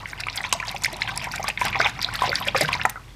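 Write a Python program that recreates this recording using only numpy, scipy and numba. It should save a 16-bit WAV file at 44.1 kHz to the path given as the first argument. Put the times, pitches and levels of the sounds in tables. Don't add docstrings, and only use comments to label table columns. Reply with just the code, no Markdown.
import sys
import numpy as np
from scipy import signal
from scipy.fft import rfft, irfft
from scipy.io import wavfile
from scipy.ndimage import uniform_filter1d
from numba import njit

SR = 44100
rng = np.random.default_rng(int(sys.argv[2]) if len(sys.argv) > 2 else 0)


def makeup_ratio(level_db):
    decades = np.asarray(level_db, float) / 20
    return 10 ** decades


def inscribe(sig):
    pcm = np.round(np.clip(np.atleast_2d(sig).T, -1, 1) * 32767)
    wavfile.write(sys.argv[1], SR, pcm.astype(np.int16))


N = 138915
RISE = .05


def curve_db(points, hz):
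    points = np.array(points, float)
    return np.interp(np.log(hz), np.log(points[:, 0]), points[:, 1])


def set_rms(x, db):
    return x * makeup_ratio(db) / np.sqrt(np.mean(x ** 2))


def walk(rate_hz):
    hold = int(SR / rate_hz)
    steps = np.repeat(rng.standard_normal(N // hold + 1), hold)
    smooth = uniform_filter1d(uniform_filter1d(steps, hold), hold)
    return 2.84 * smooth[:N]


@njit
def ring(start_s, hz, tau_s, size, rise, swell, n, sr):
    out = np.zeros(n)
    for k in range(len(start_s)):
        i0 = int(start_s[k] * sr)
        phase = 0.
        du = 1 / (tau_s[k] * sr)
        fade, fade_step = size[k], np.exp(-du)
        unswelled, swell_step = 1., np.exp(-du / swell)
        for j in range(min(int(6 / du) + 2, n - i0)):
            phase += min(hz[k] * (1 + rise[k] * j * du), .45 * sr) / sr
            fade *= fade_step
            unswelled *= swell_step
            out[i0 + j] += fade * (1 - unswelled) ** 2 * np.sin(2 * np.pi * phase)
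    return out


def grains(s, hz, cycles, db, rise, swell):
    columns = np.broadcast_arrays(s, hz, cycles, db, rise)
    s, hz, cycles, db, rise = (np.ravel(v) * 1. for v in columns)
    tau_s = np.clip(cycles, .5, 40) / hz / np.log(10)
    return ring(np.maximum(s, 0), hz, tau_s, makeup_ratio(db), rise, max(swell, .01), N, 1. * SR)


def burst(s, db, hz, cycles, lead_db, swell, spread_s, octaves, train_db, count):
    shape = (len(s), count)
    u = rng.random(shape)
    pitch_g, cycles_g, size_g = (rng.standard_normal(shape) for _ in range(3))
    late = -np.log(1 - u)
    train_hz = np.clip(hz[:, None] * 2 ** (octaves * pitch_g), 300, 15000)
    size_db = db[:, None] + train_db - 4 * late + 3.36 * size_g
    train_s = s[:, None] + late * spread_s
    train = grains(train_s, train_hz, cycles * 2 ** (.5 * cycles_g), size_db, RISE, swell)
    lead = grains(s, hz, cycles, db + lead_db, RISE, swell)
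    return lead + train


# [t/s, level/dB]
STIR_EFFORT = [(0, -45.5), (.4, -40), (1.0, -35.5), (1.45, -34), (1.55, -43), (1.652, -28.5), (2.1, -36.5),
               (2.3, -32.5), (2.82, -31), (2.95, -59), (3.15, -54.5)]


def stirring():
    return makeup_ratio(np.interp(np.arange(N) / SR, *np.array(STIR_EFFORT, float).T))


# [f/Hz, level/dB per Hz]
ROOM_SPECTRUM = [(30, -53), (70, -15.5), (110, -5), (170, -19.5), (300, -23), (600, -30), (5000, -38),
                 (15000, -49.5)]
ROOM_DB = -48.5
HUM_HZ, HUM_DB = 46.4, -47


def room():
    hz = np.arange(N // 2 + 1) * SR / N + 1
    spectrum = rfft(rng.standard_normal(N)) * makeup_ratio(curve_db(ROOM_SPECTRUM, hz))
    return set_rms(irfft(spectrum, N), ROOM_DB)


def appliance_hum():
    hz = HUM_HZ * (1 + 0.0027 * walk(2.74))
    return makeup_ratio(HUM_DB + walk(18)) * np.sin(2 * np.pi * np.cumsum(hz) / SR)


SLOSH_HZ, SLOSH_DB = 144.6, -11.5


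def slosh():
    band_hz = [SLOSH_HZ / 2.29, SLOSH_HZ * 1.283]
    boom = signal.lfilter(*signal.butter(2, band_hz, "band", fs=SR), rng.standard_normal(N))
    return set_rms(boom, SLOSH_DB) * stirring()


# [f/Hz, level/dB]
BED_SPECTRUM = [(350, -44), (620, -6.5), (1000, 2.5), (1550, -1.5), (2300, 7.5), (3600, 3), (5000, 0),
                (7000, -11.5)]


def bed(lo_hz, hi_hz, cycles, scatter_db, clump_db, db, count):
    when, pitch, size, damping = rng.random((4, count))
    hz = lo_hz * (hi_hz / lo_hz) ** pitch
    clump = walk(40.226)[(when * (N - 1)).astype(int)]
    size_db = curve_db(BED_SPECTRUM, hz) - scatter_db * np.log(1 - .97 * size) + clump_db * clump
    bubbles = grains(when * N / SR, hz, cycles * 4 ** (damping - .5), size_db, RISE, 0.14)
    return stirring() * set_rms(bubbles, db)


# [t/s, level/dB, f/Hz]
PLOPS = [(0.268, -16, 1130), (0.527, -8, 1008), (0.677, -24, 794), (0.745, -18.5, 755), (0.929, -25, 610),
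         (1.076, -22, 997), (1.271, -17, 893), (1.396, -17.5, 746), (1.443, -12.5, 1075), (1.484, -20, 780),
         (1.615, -8.5, 933), (1.754, -11.5, 1020), (1.799, -11, 623), (2.088, -13, 1376),
         (2.128, -27, 1070), (2.191, -19.5, 1164), (2.22, -3.5, 992), (2.277, -17.5, 516),
         (2.294, -14.5, 506), (2.412, -15.5, 1006), (2.472, -19, 540), (2.547, -6.5, 1136), (2.61, -9, 584),
         (2.689, -9, 1005), (2.751, -15.5, 900), (2.852, -6, 806), (2.958, -18, 1334),
         (0.032, -23, 1033), (0.402, -26, 781), (0.449, -20, 963), (0.602, -22.5, 965),
           (0.882, -21.5, 891), (1.095, -23, 994), (1.651, -15.5, 780), (1.856, -16, 1100),
           (1.991, -21, 1000), (2.239, -13.5, 767), (2.552, -14.5, 491), (2.716, -18, 1020)]


def air_pockets():
    pockets = np.array(PLOPS).astype(float).T
    s, db, hz = pockets
    plops = burst(s, db, hz, 8.4, -3.5, 0.24, .012, 0.291, -12.5, count=6)
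    slap = grains(s, hz * 0.79, 1.31, db - 3, RISE, 0.22)
    return plops + slap


# [t/s, level/dB, f/Hz]
FINGER_BUBBLES = [(0.0569, -16, 2020), (0.1314, -16.5, 1574), (0.2358, -15, 2430), (0.2685, -18.5, 2200),
                  (0.2848, -10, 2340), (0.378, -12, 3100), (0.406, -15.5, 1800), (0.4403, -10.5, 2250),
                  (0.526, -4, 2820), (0.6, -14, 2250), (0.627, -14, 1610), (0.763, -14.5, 2560),
                  (0.846, -11, 2070), (1.0187, -7, 2010), (1.076, -11.5, 2870), (1.215, -19, 2400),
                  (1.2422, -15, 2390), (1.3381, -15, 1435), (1.481, -12, 2330), (1.5008, -8.5, 2450),
                  (1.575, -14.5, 2040), (1.6132, -10, 2240), (1.6592, -16.5, 1410), (1.683, -13.5, 2480),
                 (1.7284, -13.5, 2370), (1.8015, -2.5, 1430), (1.8144, -7, 2030), (1.8709, -9.5, 2200),
                 (1.991, -19.5, 2040), (2.148, -15.5, 1780), (2.1909, -14, 3050), (2.3175, -12, 1960),
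                 (2.3292, -8, 1426), (2.426, -14.5, 2880), (2.4835, -3.5, 2680), (2.562, -8, 2270),
                 (2.5764, -11, 1670), (2.609, -9, 1930), (2.6813, -12, 2780), (2.7294, -8.5, 2440),
                 (2.797, -14, 1610), (2.816, -14.5, 1570), (2.8517, -5.5, 1760),
                  (.329, -21, 4500), (0.4466, -16, 2380), (.6924, -12.5, 3740), (0.837, -11, 6700),
        (1.1584, -23.5, 4550), (1.5748, -19.5, 3330), (1.6424, -18, 5540), (1.6521, -16, 5330),
        (1.683, -17, 4340), (1.7464, -11.5, 2030), (1.757, -10, 2270), (1.798, -15, 4160),
        (1.874, -22, 4730), (1.887, -24, 3370), (2.016, -10.5, 4500), (2.0292, -7, 4720),
        (2.2114, -19.5, 3440), (2.2565, -20, 2000), (2.343, -21, 1710), (2.4395, -21, 3700),
        (2.448, -22, 2140), (2.5834, -11, 4100), (2.6204, -16, 1990), (2.739, -11, 4060),
        (2.7415, -14, 2060), (2.752, -21, 4930), (2.814, -11, 2640), (2.835, -24, 3650), (2.732, -10, 4300),
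        (1.38, -16, 2260)]


def finger_bubbles():
    s, db, hz = np.array(FINGER_BUBBLES).astype(float).T
    return burst(s, db, hz, 7.0, -1.35, 0.17, 0.005, 0.3, -10.5, count=6)


# [mid t/s, length/ms, droplet level/dB]
STROKES = [(0.083, 30, -40), (0.204, 11.7, -30.5), (0.369, 69, -30.5), (0.534, 15, -47), (0.686, 47, -32),
           (0.847, 49, -32), (1.017, 39.5, -36), (1.089, 22, -29.5), (1.18, 96, -48), (1.248, 38, -30.5),
           (1.35, 46, -31), (1.49, 38, -28.5), (1.617, 46, -24.5), (1.658, 31, -24.5), (1.81, 32.5, -26),
           (1.879, 57, -26.5), (2.027, 29, -28.5), (2.149, 47, -30), (2.242, 77, -23), (2.361, 58, -28),
           (2.473, 19.6, -27.5), (2.566, 37, -25), (2.62, 67, -18.5), (2.686, 18, -27.5), (2.739, 48, -28),
           (2.896, 10.7, -32)]


def froth(count=200):
    s, ms, db = np.array(STROKES, float).T[:, :, None]
    u1, u2, pitch, size, damping = rng.random((5, len(s), count))
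    place = u1 + u2 - 1
    hz = 1400 * 9.9 ** pitch
    size_db = db - 10.0 - 3.11 * np.log(1 - .99 * size) - 5 * np.log2(hz / 4000)
    return grains(s + .6 * ms / 1000 * place, hz, 8 * 4 ** (damping - .5), size_db, RISE, 0.51)


# [t/s, level/dB]
SPRAYS = [(0.074, -38), (0.0853, -32.5), (0.1062, -51), (0.1993, -36), (0.205, -28), (0.2685, -33),
          (0.3582, -19), (0.3661, -22), (0.415, -31), (0.4294, -27), (0.4905, -30.5), (0.5262, -8.5),
          (0.5353, -17.5), (0.5995, -32), (0.65, -33), (0.67, -30), (0.6858, -34), (0.7123, -27),
          (0.7484, -34), (0.82, -27), (0.8362, -15), (0.8462, -22), (0.856, -19.5), (0.9278, -25.5),
          (0.9655, -30), (1.0111, -29.5), (1.1595, -26.5), (1.174, -17), (1.2412, -24), (1.3194, -29),
          (1.3578, -22), (1.4395, -28), (1.485, -15.5), (1.592, -36), (1.6074, -25), (1.6194, -30),
          (1.6514, -20), (1.6806, -25), (1.8153, -44), (1.8704, -40), (1.8937, -28.5), (2.0238, -23),
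          (2.138, -20.5), (2.158, -28), (2.223, -23.5), (2.353, -19.5), (2.365, -37), (2.4513, -33),
          (2.476, -24.5), (2.5486, -36), (2.575, -18), (2.609, -12.5), (2.6314, -22), (2.686, -32),
          (2.726, -24), (2.8335, -35), (2.854, -15), (2.8957, -16.5)]


def film_snaps():
    s, db = np.array(SPRAYS, float).T
    hz = np.full(len(s), 8000.)
    return burst(s, db, hz, 6.94, -0.5, 0.7, 0.0033, 0.577, 2.4, count=16)


# [t/s, level/dB, f/Hz]
DROPS = [(0.2041, -19, 4680), (0.2986, -23, 3950), (0.375, -17.5, 4550), (0.528, -15, 4450),
         (0.6821, -16.5, 4440), (0.846, -10.5, 5000), (1.02, -15.5, 3910), (1.176, -17.5, 5160),
         (1.481, -17.5, 4560), (1.8135, -17, 4520), (2.0454, -9.5, 3860), (2.155, -15, 4140),
         (2.356, -8, 4500), (2.5645, -16.5, 4630), (2.6147, -9.5, 4600)]


def falling_drops():
    s, db, hz = np.array(DROPS, float).T
    return burst(s, db, hz, 9.5, 4.4, 0.2, 0.005, 0.35, -5, count=5)


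# [t/s, level/dB, f/Hz]
THUMPS = [
    (0.532, -35, 236),
    (1.74, -46, 154),
    (2.232, -26, 121),
    (2.616, -21, 292),
    (2.626, -21.5, 142.7),
    (2.861, -33, 206),
    (0.929, -31.5, 334),
]


def wall_thumps():
    s, db, hz = np.array(THUMPS, float).T
    return grains(s, hz, 7, db, RISE, .3)


# [t/s, f/Hz, cycles, level/dB, pitch gain]
GULP = (.8565, 1380, 8, 15, .22)


def gulp():
    return grains(*GULP, swell=4.)


# [f/Hz, level/dB]
TUB_MODES = [(780, 1), (1000, 4.5), (2250, -18), (2750, -31)]
TUB_T60_S, ECHO_T60_S, ECHO_DB = 0.075, 0.34, -19


def tail():
    t = np.arange(SR // 2) / SR

    def unit(h):
        return h / np.sqrt(np.sum(h ** 2))

    near = rng.standard_normal(len(t)) * makeup_ratio(-60 * t / 0.0049) * (t > .0005)
    echo = signal.lfilter(*signal.butter(1, 4000, fs=SR), rng.standard_normal(len(t)))
    echo = echo * makeup_ratio(-60 * t / ECHO_T60_S) * (t > .003)
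    modes = sum(makeup_ratio(db) * np.cos(2 * np.pi * hz * t) for hz, db in TUB_MODES)
    basin = modes * makeup_ratio(-60 * t / TUB_T60_S) * 7 / (TUB_T60_S * SR)
    return unit(near) * makeup_ratio(-15.5) + unit(echo) * makeup_ratio(ECHO_DB) + basin


def scene():
    water = bed(342.7, 7715, 10.1, 4.6, 1.86, -3.53, count=6000)
    water += bed(4050, 16100, 11.7, 9.7, 2.8, -14.5, count=2500)
    water += air_pockets() + finger_bubbles() + froth() + film_snaps()
    water += falling_drops() + wall_thumps() + gulp()
    ringing = signal.fftconvolve(water, tail())[:N]
    background = room() + appliance_hum() + slosh()
    return (water + ringing + background)[None, :]


def low_pass(x):
    return signal.sosfilt(signal.butter(12, 16370, fs=SR, output="sos"), x)


def record(dry):
    dull = signal.sosfilt(signal.butter(16, 14750, fs=SR, output="sos"), dry)
    mix = np.tanh(0.48 * dull) / 0.35
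    return low_pass(mix)


dry = scene()
out = record(dry)
inscribe(out)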